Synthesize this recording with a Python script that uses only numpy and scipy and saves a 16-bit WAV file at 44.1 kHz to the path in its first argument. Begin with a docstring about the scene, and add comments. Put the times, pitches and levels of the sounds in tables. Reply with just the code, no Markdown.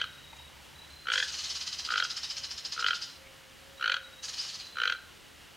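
"""A toucan croaks from a palm: each croak is a slowing rattle of short hollow pops, as puffs of air
swing the membrane of its syrinx and ring the resonances of its throat and bill. A smaller bird
further off scolds in runs of hissy rasps, and foliage and trees scatter both voices. Crickets trill
by stridulation; something rattles, chirps and hoots far away. Beneath it all lie the low rumble of
open country, a chorus of insects and the fading drone of a distant engine."""
import sys
import numpy as np
from scipy import signal
from scipy.fft import rfft, irfft
from scipy.io import wavfile

SR = 44100
rng = np.random.default_rng(int(sys.argv[2]) if len(sys.argv) > 2 else 0)


def wav_out(sig):
    """Save sig, one row per channel (or a flat mono array), as 16-bit PCM at SR to the path in sys.argv[1]."""
    wavfile.write(sys.argv[1], SR, np.round(np.clip(np.atleast_2d(sig).T, -1, 1) * 32767).astype(np.int16))


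N = 245195
TIME = np.arange(N) / SR
FREQ = np.maximum(np.arange(N // 2 + 1) * SR / N, 1)
LEAD_IN = SR // 5  # samples; the first croak is already under way at t = 0


def undb(db):
    """Amplitude ratio of a level in decibels."""
    return 10 ** (np.asarray(db) / 20)


def unit(x):
    """Normalisation to rms 1."""
    return x / np.sqrt(np.mean(x ** 2))


def colour(points):
    """Gain spectrum from (f/Hz, level/dB) points, interpolated in log frequency."""
    hz, db = np.transpose(points)
    return undb(np.interp(np.log(FREQ), np.log(hz), db))


def resonance(hz, width_hz):
    """Response of a damped resonator, with gain 1 at its centre."""
    return 1 / (1 + 1j * (FREQ ** 2 - hz ** 2) / (FREQ * width_hz))


def filtered(x, response):
    """Linear filtering: the spectrum is multiplied by a frequency response."""
    return irfft(rfft(x) * response, N)


def noise(response):
    """Spectrally shaped Gaussian noise of rms 1."""
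    return unit(filtered(rng.standard_normal(N), response))


def walk(rate_hz):
    """Random modulation: noise of rms 1, low-passed at rate_hz."""
    return noise(1 / (1 + (FREQ / rate_hz) ** 4))


def sine(hz):
    """Oscillation whose phase is the integral of its instantaneous frequency."""
    return np.sin(2 * np.pi * np.cumsum(hz) / SR)


def swell(t, rise_s, fall_s):
    """Asymmetric Gaussian envelope that peaks at t = 0."""
    return np.exp(-(t / np.where(t < 0, rise_s, fall_s)) ** 2)


def scatter(x, t60, delay_s, db):
    """Diffuse reflection: many weak echoes arrive after a delay and decay exponentially."""
    t = TIME[:SR]
    tail = rng.standard_normal(SR) * undb(-60 * t / t60) * (t > delay_s)
    return undb(db) * signal.fftconvolve(x, tail / np.linalg.norm(tail))[:N]


def pops(start, end, count, db, hz, rise_hz, overtone_db, catch_db, last_db, gap_growth=1.075):
    """Pulse train with geometrically growing gaps: each pop's time, level, pitch and overtone level."""
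    steps = gap_growth ** np.arange(round(count)) - 1
    progress = steps / steps[-1]
    age, last = progress * (end - start), progress == 1
    # the voice builds from a weak first pop, tires a little and catches once early on
    level = db - 19.5 * np.exp(-age / .016) - 2.5 * progress ** 2
    level += catch_db * swell(age - .046, .017, .017) + last_db * last
    pitch = hz + rise_hz * progress - 60 * last
    # it hardens until three quarters of the way through, then softens
    hardness = overtone_db - 8 * (1 - swell(progress - .75, .43, .18))
    return start + age, level, pitch, hardness


# Overtones of a pop: harmonic number, relative level/dB
POP_HARMONICS = [(2, -5.5), (3, -14), (4, -18)]


def syrinx(croak, rise_s=.0015, fall_s=.0024, blip_hz=2600):
    """Flow-driven membrane vibration: the tone of one croak and the envelope of its escaping air."""
    tone, airflow = np.zeros((2, N))
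    for s, db, hz, hardness_db, jitter in zip(*pops(*croak), rng.standard_normal((13, 6))):
        near = slice(int((s - .01) * SR) + LEAD_IN, int((s + .01) * SR) + LEAD_IN)
        t = TIME[near] - LEAD_IN / SR - s
        # the membrane swings a few times; its pitch arches with the pressure of the puff
        puff = swell(t, rise_s, fall_s)
        pitch = hz * (1 + .012 * jitter[0]) * (1 + .06 * (2 * puff - 1.6))
        phase = 2 * np.pi * (np.cumsum(pitch) - pitch[t < 0].sum()) / SR
        size = undb(db + .5 * jitter[1])
        tone[near] += size * puff * np.sin(phase + .5 * jitter[2])
        # overtones sound only while the swing is widest
        hard, ahead = size * undb(hardness_db), t + .00043
        overtones = sum(undb(level) * np.sin(round(k) * phase + 2 * shift)
                        for (k, level), shift in zip(POP_HARMONICS, jitter[3:]))
        tone[near] += hard * swell(ahead, .0015, .0015) * overtones
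        # a forceful pop opens with a higher blip, just before the low swing takes hold
        blip = swell(t + .0029, .0012, .0034) * np.sin(2 * np.pi * blip_hz * t)
        tone[near] += hard * undb(-7.5) * blip
        airflow[near] += size * undb(.85 * hardness_db) * swell(ahead, .0023, .0023)
    return tone, airflow


# Croaks: first pop t/s, last pop t/s, number of pops, source level/dB, f/Hz, rise in f/Hz,
# then relative to the source: overtone level/dB, catch level/dB, last pop level/dB
TOUCAN_CROAKS = [(-.1328, .042, 10, -22.5, 1420, 50, 0.5, 2, -5.5),
                 (1.0576, 1.227, 10, -21, 1395, 250, -0.5, -1.5, 0.5),
                 (1.8759, 2.051, 10, -20.5, 1350, 130, -3, -2.5, -7),
                 (2.7653, 2.933, 10, -20.5, 1373, 100, -2.5, -9, -0.5),
                 (3.7983, 3.9677, 10, -22, 1382, 140, -0.5, 1, -1),
                 (4.758, 4.95, 11, -21, 1405, 98, -1, -2.5, -11.5)]
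# Throat and bill resonances rung by the air of each pop: f/Hz, bandwidth/Hz, level/dB
THROAT_FORMANTS = [(513, 108, -4.5), (1006, 500, -10.5), (1986, 216, 4.5), (2450, 400, 2), (3180, 450, 8.5),
                   (3943, 595, 2.5), (4760, 1400, -14), (5900, 600, -10)]
# Transmission of the syrinx tone through the bill: f/Hz, level/dB
BILL_RESPONSE = [(1500, 0), (2400, 3), (2700, -8), (3150, -1), (3550, 11), (4100, 4), (4600, 3), (5500, 1),
                 (6100, -41), (7000, -41)]


def toucan(slack_ratio=.957, tighten_s=.077):
    """Source and filter: throat and bill shape the tone and hoarse air; fronds and trees reflect them."""
    throat = sum(undb(db) * resonance(hz, width) ** 2 for hz, width, db in THROAT_FORMANTS)
    throat /= 1 + (FREQ / 7500) ** 8
    bill = colour(BILL_RESPONSE)
    # the throat starts each croak slack, with lower resonances and a boom that dwindles as it tightens
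    low_band = 1 / (1 + (FREQ / 700) ** 8)
    slack_bill = np.interp(FREQ / slack_ratio, FREQ, bill)
    slack_throat = np.interp(FREQ / slack_ratio, FREQ, throat) * undb(3 * low_band)
    tight_throat = throat * undb(-4 * low_band)
    out = np.zeros(N)
    for croak in TOUCAN_CROAKS:
        tone, airflow = syrinx(croak)
        tone, breath = undb(2) * tone, undb(7.5) * airflow * rng.standard_normal(N)
        age = TIME - LEAD_IN / SR - croak[0]
        tight = np.clip((age - .04) / tighten_s, 0, 1)
        voice = filtered((1 - tight) * tone, slack_bill) + filtered((1 - tight) * breath, slack_throat)
        voice += filtered(tight * tone, bill) + filtered(tight * breath, tight_throat)
        # the bird turns between croaks, so the fronds answer each one differently
        out += voice + scatter(voice, t60=.056, delay_s=.003, db=-8)
    # a distant line of trees sends back one dull, smeared echo
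    echo = scatter(filtered(out, resonance(1450, 900)), t60=.064, delay_s=.165, db=-26)
    out += scatter(out, t60=.34, delay_s=.013, db=-13) + echo
    return np.append(out[LEAD_IN:], np.zeros(LEAD_IN))


# Spectral density of the open air: f/Hz, relative level/dB
AIR_SPECTRUM = [(15, -54), (25, -14), (64, -2.5), (160, -9.5), (349, -11), (457, -12.5), (537, -10.5),
                (631, -12), (871, -12.5), (1200, -11), (1900, -9.5), (2420, -12), (2920, -10.5),
                (3260, -11), (15500, -28)]
# Its stereo width: f/Hz, side minus mid level/dB
AIR_SIDE_RATIO = [(60, -13), (130, 0.5), (300, 2), (600, 0.5), (1200, -6.5), (2500, -16.5), (8000, -44.5)]


def open_air():
    """Partly coherent noise: an antiphase side signal widens the rumble; the thin hiss stays central."""
    mid_gain = colour(AIR_SPECTRUM)
    side_gain = mid_gain * colour(AIR_SIDE_RATIO)
    side = noise(side_gain) * np.linalg.norm(side_gain) / np.linalg.norm(mid_gain)
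    return undb(-54 + .5 * walk(6.4)) * (noise(mid_gain) + side * np.array([[1], [-1]]))


def insect_chorus():
    """Incoherent summation: far insects merge into one wavering band of noise."""
    return undb(-64.5 + 2 * walk(5.8)) * noise(resonance(2884, 430) ** 2)


def engine(fade_db_per_s=2.5):
    """Attenuation with distance: two low bands of noise fade as an engine draws away."""
    drone = noise(resonance(71.8, 10.8) ** 2) + undb(-4.5) * noise(resonance(137, 36) ** 2)
    return undb(-62 - fade_db_per_s * TIME) * drone


# Cricket trills: start t/s, end t/s, f/Hz, level/dB
CRICKET_TRILLS = [(0.056, 0.49, 3830, -50.5), (0.748, 0.877, 3950, -51.5), (0.893, 1.07, 4080, -49.5),
                  (3.06, 3.185, 4040, -51), (3.769, 4.252, 3860, -50.5), (4.63, 4.99, 4040, -49.5)]


def crickets(stroke_hz=34, fade_s=.01):
    """Stridulation: uneven wing strokes ring one note; each trill fades in and out."""
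    out = np.zeros(N)
    waver, force = 1 + .0063 * walk(150), undb(2 * walk(23))
    for start, end, hz, db in CRICKET_TRILLS:
        fade = np.clip(np.minimum(TIME - start, end - TIME) / fade_s, 0, 1) ** .5
        strokes = np.sin(np.pi * stroke_hz * (TIME - start)) ** 2 * fade
        out += undb(db) * force * strokes * sine(hz * waver)
    return out + scatter(out, t60=.45, delay_s=.01, db=-4)


def wooden_rattle(start_s=.334, end_s=.9, knock_hz=30, fade_db_per_s=12):
    """Pulsed resonance: one sharp, far knock and then dying weaker ones sound in two bands of noise."""
    times = np.arange(start_s, end_s, 1 / knock_hz)
    levels = -56.5 - fade_db_per_s * (times - start_s)
    levels[0] += 10
    knocks = sum(undb(db) * swell(TIME - s, .0041, .0069) for s, db in zip(times, levels))
    wood = noise(resonance(906, 210) ** 2) + undb(-3.5) * noise(resonance(2220, 500) ** 2)
    return knocks * wood


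def far_chirps():
    """Narrow-band noise bursts are heard as pitched: a tiny high tick and, later, a lower chirp."""
    tick = undb(-57) * swell(TIME - .368, .004, .007) * noise(resonance(6700, 1100) ** 2)
    chirp = undb(-58) * swell(TIME - 3.25, .019, .072) * noise(resonance(2220, 186) ** 2)
    return tick + chirp


# Runs of rasps: start t/s, end t/s, first gap/s, growth per gap/s
RASP_RUNS = [(1.1372, 3.1, .05001, .0009025), (4.2458, 4.665, .04675, .001576)]


def rasp_times():
    """Pulse train with linearly growing gaps: each rasp's time and the time since its run began."""
    for first, last, gap, growth in RASP_RUNS:
        s = first
        while s < last + gap / 2:
            yield s, s - first
            s, gap = s + gap, gap + growth


# Effort of the scolding bird: t/s, source level/dB, base f/Hz, half length of a rasp/s
RASP_EFFORT = [(1.14, -33, 5000, .016), (1.29, -36.5, 4960, .018), (1.4, -35, 4900, .024),
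               (1.62, -34, 4882, 0.016), (1.86, -34.5, 4870, .014), (2.3, -33.5, 5100, .016),
               (2.59, -36.5, 5036, 0.012), (2.66, -33, 4980, .012), (2.87, -34.5, 4697, .015),
               (3.04, -35.5, 4890, .018), (3.1, -50, 4900, .018), (4.25, -34.5, 5020, .016),
               (4.34, -37.5, 4970, .012), (4.39, -37, 4930, 0.027), (4.45, -40, 4910, 0.027),
               (4.61, -40, 4510, .016), (4.665, -48, 4450, 0.014)]
# Spectral density of the hiss in a rasp: f/Hz, relative level/dB
HISS_SPECTRUM = [(500, -24.5), (1000, -9), (1600, -6.5), (2200, -7.5), (3100, 3.5), (3500, -1.5),
                 (4200, 3.5), (5300, -3), (6000, -3), (6800, -17.5), (7400, -11), (9000, -45), (13000, -64)]
# Spectral density of the sizzle that outlasts it: f/Hz, relative level/dB
SIZZLE_SPECTRUM = [(4000, -45), (6500, 11.5), (7600, -1.5), (8500, -1), (9300, -7.5), (10300, -7),
                   (12000, -16.5), (15000, -22)]


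def rasps(shrill_hz=420, fall_hz=954.5, squeak_rise_hz=450):
    """Roughness by random modulation: each rising squeak breaks into hiss around a falling whistle."""
    puff, pitch, squeaks, sizzle = np.zeros((4, N))
    effort_s, *effort = np.transpose(RASP_EFFORT)
    for s, age in rasp_times():
        near = slice(int((s - .03) * SR), int((s + .06) * SR))
        t = TIME[near] - s
        db, hz, half_s = (np.interp(s, effort_s, column) for column in effort)
        # a run bursts out shrill and hissy, with steeply falling notes, then settles
        fresh = np.exp(-age / .15)
        hz += shrill_hz * fresh
        puff[near] += undb(db) * swell(t, .9 * half_s, half_s)
        pitch[near] = hz - fall_hz * np.exp(-age / .55) * np.tanh(t / half_s)
        sizzle_db = db - 16 + 5 * np.exp(-age / .25)
        sizzle[near] += undb(sizzle_db) * swell(t, half_s, 1.53 * half_s)
        # the opening squeaks emerge as the run settles
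        ahead, squeak_db = t + .00725, db + 3.5 - 36 * fresh
        glide = hz * (1 + .0181 * rng.standard_normal()) + squeak_rise_hz * np.tanh(ahead / .0031)
        squeaks[near] += undb(squeak_db) * swell(ahead, .00097, .0033) * sine(glide)
    # the whistle leaps by hundreds of hertz within milliseconds
    whistle = np.sqrt(2) * sine(pitch * (1 + .13 * walk(260)))
    body = puff * (undb(-5) * whistle + undb(-4.5) * noise(colour(HISS_SPECTRUM)))
    grain = unit(undb(1.3 * walk(260)))
    return squeaks + grain * (body + sizzle * noise(colour(SIZZLE_SPECTRUM)))


# Longer clear squeaks among the rasps: t/s, level/dB, f/Hz, glide/(Hz/s), half length/s
CLEAR_SQUEAKS = [(1.508, -38, 5200, 5000, .01), (4.399, -33, 4950, 44000, .012),
                 (4.494, -39, 4500, -40000, .007), (4.548, -45, 4400, -10000, .008),
                 (4.608, -42, 4250, -10000, .006)]


def scolding_bird():
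    """Scattering by foliage: rasps and clear squeaks return with their lower part strongest."""
    voice = rasps()
    for s, db, hz, glide, half_s in CLEAR_SQUEAKS:
        t = TIME - s
        sweep = np.sqrt(2) * np.sin(2 * np.pi * (hz + glide * t / 2) * t)
        voice += undb(db) * swell(t, half_s, half_s) * sweep
    leaves = scatter(voice, t60=.08, delay_s=.002, db=-9)
    trees = scatter(filtered(voice, resonance(2600, 6900)), t60=.41, delay_s=.0093, db=-3)
    return voice + leaves + trees


# Far hoots: start t/s, end t/s, f/Hz, droop in f/Hz, level/dB
HOOT_NOTES = [(2.27, 2.52, 552.6, 30, -64.5), (3.13, 3.58, 537, 25.7, -65), (3.545, 4.365, 544, 55.3, -62)]


def far_hoots(fade_s=.082):
    """Slow frequency modulation: each wavering pure tone is held, then droops."""
    out = np.zeros(N)
    waver, force = 1 + .0039 * walk(29), undb(2 * walk(4.9))
    for start, end, hz, droop_hz, db in HOOT_NOTES:
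        progress = np.clip((TIME - start) / (end - start), 0, 1)
        fade = np.clip(np.minimum(TIME - start, end - TIME) / fade_s, 0, 1)
        pitch = (hz - droop_hz * progress ** 4) * waver
        out += undb(db) * fade * unit(force * sine(pitch))
    return out


def scene():
    """Superposition: the animals and the engine are straight ahead; only the open air has width."""
    calls = toucan() + scolding_bird() + crickets() + far_hoots() + wooden_rattle() + far_chirps()
    return calls + open_air() + insect_chorus() + engine()


def record(dry, cutoff_hz=15800):
    """Band limiting: a steep elliptic low-pass removes the highest treble."""
    return signal.sosfilt(signal.ellip(10, .2, 70, cutoff_hz, fs=SR, output="sos"), dry)


dry = scene()
out = record(dry)
wav_out(out)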